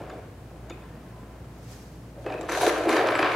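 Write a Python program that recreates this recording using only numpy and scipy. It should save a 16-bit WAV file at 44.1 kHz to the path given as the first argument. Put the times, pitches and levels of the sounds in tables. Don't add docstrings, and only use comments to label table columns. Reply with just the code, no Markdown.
import sys
import numpy as np
from scipy import signal
from scipy.fft import rfft, irfft, next_fast_len
from scipy.io import wavfile

SR = 44100
rng = np.random.default_rng(int(sys.argv[2]) if len(sys.argv) > 2 else 0)


def generate_wav(sig):
    pcm = np.round(np.clip(np.atleast_2d(sig).T, -1, 1) * 32767).astype(np.int16)
    wavfile.write(sys.argv[1], SR, pcm)


def gain_from_db(level_db):
    decades = np.asarray(level_db, float) / 20
    return 10 ** decades


N = 147735

# time in seconds, deck level in dB, then fork chatter and wheel scrub
# in dB against the deck.
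COASTING = [
    (0, -35.5, -12, -48),
    (.07, -41, -9, -48),
    (.16, -39.5, -11, -48),
    (.33, -55, -7.5, -45),
    (.62, -51.5, -8.5, -33),
    (.74, -51, -2, -36),
    (1.0, -52, -4.5, -42),
    (2.12, -58, -6.5, -45),
    (2.18, -50, -8, -30),
]
TUGGED = [
    (2.24, -49, -18, -16),
    (2.27, -34.5, -8, -46),
    (2.48, -37, -7.5, -29),
    (2.495, -30, 2.5, -17.5),
    (2.6, -27.5, -5, -16.5),
    (2.63, -21, -6, -19),
    (2.69, -21.5, -5.5, -20),
    (2.72, -28.5, -1, -21),
    (2.84, -27, -3.5, -27),
]
ROLLING_AWAY = [
    (2.865, -24, -12, -37),
    (2.883, -22, -8.5, -37),
    (2.895, -21, -5.5, -26),
    (2.97, -22, -1, -24),
    (3.04, -21.5, -5.5, -41),
    (3.13, -23.5, -2.5, -35),
    (3.2, -29, 4.5, -28.5),
    (3.26, -25, 1, -34.5),
    (3.35, -30.5, 3.5, -22),
]
# time in seconds, fork level in dB, deck and crack levels in dB against the
CASTER_JOLTS = [(0.096, -41, -4, -14, 0.4), (0.101, -36, -7, -30, 0.12), (0.698, -34, -5.5, -6.5, 0.7),
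                (0.7054, -36, -4, -30, 0.18), (2.2435, -42.5, 6, -40, 0.2), (2.2632, -31.5, 7.5, -36, 0.24),
                (2.3012, -35.5, 5, -30, .1), (2.3222, -32, 3, -10, 0.3), (2.3395, -35.5, 5, -20, 0.1),
                (2.411, -32, -3, -2, .9), (2.429, -40, 5, -6, .6), (2.4895, -24.5, -3, -19, 0.37),
                (2.521, -26, -5, 0, .4), (2.5724, -27, 7.5, -3, 0.2), (2.586, -27, 0, -20, 0.2),
                (2.6117, -22, -2, -10, 0.2), (2.6654, -12, -2, -7, 0.28), (2.892, -12.5, -14, -14, 0.54),
                (2.9272, -18, -10, -15, 0.34), (2.966, -10, -10, -19, 0.62), (3.0712, -21, -12, -8, 0.3),
                (3.0867, -15, -5.5, -24, 0.43), (3.1525, -20.5, 0, -20, 0.2),
                (3.1915, -12, -4.5, -24, 0.45), (3.2275, -7, -14, -30, .7), (3.244, -20, -8, -25, .4),
                (3.3179, -20.5, -13, -30, 0.13)]
# time in seconds, peak in dB, pitch in Hz,
# # 60 dB decay in seconds.
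CART_RINGS = [(0.096, -50, 6900, .03), (.099, -40, 1156, 0.085), (.1, -45, 1770, 0.037),
              (.099, -46, 2330, .04), (.096, -53, 4900, .03), (.112, -48, 3570, 0.036),
              (.703, -34, 340, 0.12), (1.12, -54.5, 1010, 5.5), (.697, -42, 6770, 0.033),
              (.699, -48, 3570, 0.08), (.714, -44, 3575, .06), (.703, -45, 2280, .05),
              (.704, -43, 1300, .05), (.7, -46, 2880, 0.046), (.82, -61, 3570, .15), (.82, -56, 2500, .05),
              (0.721, -44, 2500, 0.061), (1.713, -44, 9900, .02), (2.26, -39.5, 2580, 0.07),
              (2.279, -43.5, 2570, 0.11), (2.302, -29, 746, 0.068), (2.332, -41, 2570, .1),
              (2.358, -44, 2560, .1), (2.383, -44, 2540, .1), (2.433, -36, 1150, .06),
              (2.52, -42, 12900, .03), (3.11, -24, 440, .15), (2.313, -54, 7300, .02),
              (2.32, -49, 4050, 0.027), (2.412, -45, 3750, .04), (2.429, -46, 4700, .012),
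              (2.261, -19.5, 398, 0.035), (2.322, -37, 2400, 0.053), (2.41, -40, 7590, .035),
              (2.178, -34.5, 558, 0.16), (2.493, -32.5, 6050, 0.052), (2.492, -28, 2330, .06),
              (2.562, -38, 6050, .05), (2.586, -41, 6050, .08), (2.663, -39, 6000, .04),
              (2.493, -36, 7590, 0.063), (2.519, -31.5, 6050, 0.043), (2.63, -23, 722.6, 0.28),
              (2.663, -19, 444.3, 0.19), (2.868, -16, 325.6, 0.31), (2.892, -29, 7600, 0.02),
              (2.891, -31, 8230, 0.019), (2.983, -28, 3750, 0.035), (3.157, -40, 7750, .04),
              (3.189, -41, 7600, .03), (3.191, -19, 2390, 0.039), (3.226, -14.5, 2530, 0.03),
              (3.315, -25, 1540, 0.043)]
# time in seconds, peak in dB.
HANDLE_SHAKES = [(2.52, -41), (2.572, -35), (2.615, -32), (2.638, -34), (2.678, -35), (2.854, -49),
                 (2.886, -37), (2.926, -40), (2.95, -42), (3.014, -50), (3.08, -49), (3.094, -48),
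                 (3.109, -40), (3.148, -45), (3.158, -46), (3.174, -42), (3.194, -39), (3.212, -48),
                 (3.24, -50), (3.28, -49.5), (3.324, -47)]

# centre in Hz, width in Hz, level in dB.
DECK_MODES = [(307.5, 36.7, -1.5), (348.7, 34.2, 2), (387, 84.5, -2.5), (439, 26.4, 1), (482.6, 19, -1),
              (540.7, 33.6, -2), (622, 70.5, -3.5), (735, 69, -3), (900, 97, -12.5)]
# centre in Hz, width in Hz, level in dB.
FORK_MODES = [(1030, 118, 4.5), (1318, 179, 2), (1570, 187, 2), (1850, 143, 0), (1970, 200, -2),
              (2414, 606, -6), (3065, 370, -8.5), (3740, 770, -16), (4890, 700, -18)]
# centre in Hz, width in Hz, level in dB.
RACE_MODES = [(3680, 430, -2.5), (6050, 200, -3), (10500, 700, -10)]
# centre in Hz, width in Hz, level in dB.
HANDLE_MODES = [(7600, 330, -6), (10200, 500, 0.5), (11200, 600, -4), (12900, 400, -14), (14900, 600, -11)]
# centre in Hz, width in Hz, rms level in dB.
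HUM_BANDS = [(116.45, 6.4, -51)]

# frequency in Hz, density in dB per Hz.
SCRUB_COLOUR = [(1760, -41), (3000, -1.5), (4070, 6.5), (5150, -3), (5950, 4), (8800, -5), (10900, -6),
                (12900, -11), (13800, -18), (15700, -24)]
# frequency in Hz, density in dB per Hz.
SWISH_COLOUR = [(1500, -0.5), (3500, -4), (5500, -0.5), (7000, -2.5), (9000, -9), (12500, -8.5),
                (15500, -16)]
# frequency in Hz, density in dB per Hz.
AIR_COLOUR = [(45, -18.5), (85, -4), (140, -4), (285, -10.5), (600, -18), (1500, -27.5), (3500, -36.5),
              (15700, -44.5)]
# frequency in Hz, likeness from 0 to 1.
SIDES_ALIKE = [(60, 1), (250, .99), (500, .95), (1000, 0.6), (2000, 0.36), (4000, 0.1), (8000, 0.36),
               (14000, 0.1)]
# frequency in Hz, left minus right in dB.
CART_LEAN = [(250, -8), (500, 56), (2000, 16), (4000, 6), (8000, 2.5), (12000, 14)]

GRIT_PER_S, GRIT_SPREAD_DB = 1500, 1.5
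BUMP_DB, BUMP_PER_S = 0.5, 23
JOLT_S, THUD_S, CRACK_S = .004, .006, .004
STRIKE = 7.5
RING_RISE_S, RING_ROUGH = .001, 0.32
RACE_DB = -8.5
HANDLE_S, HANDLE_DB = 0.0076, 6
SWISH_S, SWISH_RISE_S, SWISH_FALL_S, SWISH_DB = 1.726, 0.092, 0.16, -51
SHOP_T60_S, WALL_CUT_HZ, SHOP_DB = .45, 7000, -14
AIR_DB = -45
FAN_HZ, FAN_DB, FAN_FADE_DB_PER_S = 57.6, -45.5, 1
DUCK_S, DUCK_RAMP_S, DUCK_DB = 2.67, 0.071, -1.5


def rms_one(x):
    return x / np.sqrt(np.mean(x ** 2) + 1e-20)


def at_hz(points, hz):
    table_hz, values = np.transpose(points)
    return np.interp(np.log(hz), np.log(table_hz), values)


def drift(rate):
    r = np.exp(-80 * np.pi * rate / SR)
    noise = rng.standard_normal(N // 40 + 2002)
    slow = rms_one(signal.lfilter([1], [1, -2 * r, r * r], noise)[2000:])
    return np.interp(np.arange(N) / 40, np.arange(len(slow)), slow)


def butter(x, order, hz, kind="low"):
    return signal.sosfilt(signal.butter(order, hz, kind, fs=SR, output="sos"), x)


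def resonate(x, hz, width_hz):
    r = np.exp(-np.pi * width_hz / SR)
    feedback = [1, -2 * r * np.cos(2 * np.pi * hz / SR), r * r]
    return signal.lfilter([(1 - r * r) / 2, 0, (r * r - 1) / 2], feedback, x + 1e-18)


def body(x, modes):
    return sum((-1) ** k * gain_from_db(db) * resonate(x, hz, w) for k, (hz, w, db) in enumerate(modes))


def stereo(mid, side, colour, lean):
    hz = np.maximum(np.arange(N // 2 + 1) * SR / N, 10)
    alike = np.clip(at_hz(SIDES_ALIKE, hz), 0, 1)
    pan_db = lean * at_hz(CART_LEAN, hz) / 2
    m = rfft(mid) * np.sqrt(1 + alike)
    s = rfft(side) * np.sqrt(1 - alike)
    sides = np.array([(m + s) * gain_from_db(pan_db), (m - s) * gain_from_db(-pan_db)])
    return irfft(gain_from_db(at_hz(colour, hz)) * sides, N)


def burst(s, db, fade_s):
    starts = np.zeros(N)
    starts[(np.asarray(s) * SR).astype(int)] = gain_from_db(db)
    return signal.lfilter([1], [1, -np.exp(-1 / (fade_s * SR))], starts + 1e-18)


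def grit(share):
    sizes = gain_from_db(GRIT_SPREAD_DB * np.minimum(rng.exponential(1, N), 5)) * rng.choice([-1, 1], N)
    knocks = sizes * (rng.random(N) < share * GRIT_PER_S / SR)
    return rms_one(knocks) * gain_from_db(BUMP_DB * drift(BUMP_PER_S))


def rolling():
    s, *levels = np.transpose(list(COASTING) + list(TUGGED) + list(ROLLING_AWAY))
    load, chatter, scrub = (np.interp(np.arange(N) / SR, s, level) for level in levels)
    deck = rms_one(butter(body(grit(.6), DECK_MODES), 2, 260, "high"))
    fork = rms_one(butter(body(grit(.9), FORK_MODES), 2, 5200))
    flicker = gain_from_db(2.0 * drift(76))
    wheels = rms_one(stereo(grit(7.3), grit(2.0), SCRUB_COLOUR, lean=0.63)) * flicker
    races = gain_from_db(RACE_DB + 5.4 * drift(27)) * rms_one(body(grit(0.31), RACE_MODES))
    cart = gain_from_db(load - 1.5) * deck + gain_from_db(load + chatter - 2.5) * fork
    return cart, gain_from_db(load + scrub + 4.5) * (wheels + races)


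def jolts():
    s, db, deck_db, crack_db, hard = np.transpose(CASTER_JOLTS)
    white = rng.standard_normal((4, N))
    white[:2, (s * SR).astype(int)] = -STRIKE
    hardness = np.clip(np.interp(np.arange(N) / SR, s, hard), 0, 1)
    contacts = white[0] - np.roll(white[0], 1) * hardness
    fork = butter(body(contacts * burst(s, db + 10.5, JOLT_S), FORK_MODES), 2, 6500)
    deck = body(white[1] * burst(s, db + deck_db + 19.5, THUD_S), DECK_MODES)
    crack = burst(s, db + crack_db - 8.0, CRACK_S)
    return fork + deck, stereo(white[2] * crack, white[3] * crack, SCRUB_COLOUR, lean=0.77)


def ticks():
    out, t = np.zeros(N + SR), np.arange(SR // 4) / SR
    chances = rng.uniform(0.53, 1, (len(CART_RINGS), 2))
    for (s, db, hz, t60), (apart, turn) in zip(CART_RINGS, chances):
        second_hz = hz * (1 + 0.019 * apart)
        pair = np.sin(2 * np.pi * hz * t) + 0.2 * np.sin(2 * np.pi * (second_hz * t + turn))
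        decay = gain_from_db(db - 60 * t / t60) * (1 - np.exp(-t / RING_RISE_S))
        start = int(s * SR)
        out[start:start + len(t)] += decay * pair
    return out[:N] * (1 + RING_ROUGH * drift(87))


def handle():
    s, db = np.transpose(HANDLE_SHAKES)
    buzz = body(grit(3.0) * burst(s, db + HANDLE_DB, HANDLE_S), HANDLE_MODES)
    return buzz * gain_from_db(np.array([[1.7], [-1.7]]))


def swish():
    t = np.arange(N) / SR - SWISH_S
    swell = np.exp(np.where(t < 0, t / SWISH_RISE_S, -t / SWISH_FALL_S)) * gain_from_db(1.2 * drift(25))
    cloth = rms_one(stereo(*rng.standard_normal((2, N)), SWISH_COLOUR, lean=0))
    return gain_from_db(SWISH_DB) * swell * cloth


def shop(x):
    size = next_fast_len(N + SR)
    w = 2 * np.pi * np.arange(size // 2 + 1) / size
    dull = np.exp(-2 * np.pi * WALL_CUT_HZ / SR)
    wall = (1 - dull) / (1 - dull * np.exp(-1j * w))
    out = np.zeros((2, len(w)), complex)
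    for k, lag in enumerate((rng.uniform(.015, .05, size=16) * SR).astype(int)):
        loop = gain_from_db(-60 * lag / SR / SHOP_T60_S) * wall * np.exp(-1j * w * lag)
        out[k % 2] += loop / (1 - loop) * (-1) ** (k // 2)
    hz = np.maximum(w * SR / (2 * np.pi), 10)
    apart = np.sqrt(np.clip(1 - at_hz(SIDES_ALIKE, hz), 0, 1)) * 1.34
    mid, side = (out[0] + out[1]) / 2, (out[0] - out[1]) / 2 * apart
    return irfft(rfft(x, size) * np.array([mid + side, mid - side]), size)[:, :N]


def air():
    noise = rms_one(stereo(*rng.standard_normal((2, N)), AIR_COLOUR, lean=0.037))
    noise = noise * gain_from_db(AIR_DB + 0.18 * drift(9.2))
    fan_level = gain_from_db(FAN_DB - FAN_FADE_DB_PER_S * np.arange(N) / SR + 2.0 * drift(2.0))
    fan = fan_level * np.sin(2 * np.pi * np.cumsum(FAN_HZ + 1.26 * drift(3)) / SR)
    hum = np.zeros(N)
    for hz, width_hz, db in HUM_BANDS:
        narrow = resonate(resonate(rng.standard_normal(2 * N), hz, width_hz), hz, width_hz)
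        hum += gain_from_db(db) * rms_one(narrow[N:])
    return noise + fan + hum


def scene():
    cart, wheels = rolling()
    knock, crack = jolts()
    cart = butter(cart + knock + ticks(), 4, 230, "high")
    wheels = wheels + crack + handle()
    echo = gain_from_db(SHOP_DB) * shop(cart + wheels.mean(axis=0))
    duck = gain_from_db(DUCK_DB * np.clip((np.arange(N) / SR - DUCK_S) / DUCK_RAMP_S, 0, 1))
    return cart * gain_from_db(np.array([[.3], [-.3]])) + wheels + echo + swish() + air() * duck


def top_cut(x):
    return signal.sosfilt(signal.butter(12, 15830, fs=SR, output="sos"), x)


def record(dry):
    rounded = .55 * np.tanh(dry / .55)
    topped = signal.sosfilt(signal.ellip(10, .3, 60, 15800, fs=SR, output="sos"), rounded)
    return top_cut(butter(topped, 8, 47, "high"))


dry = scene()
out = record(dry)
generate_wav(out)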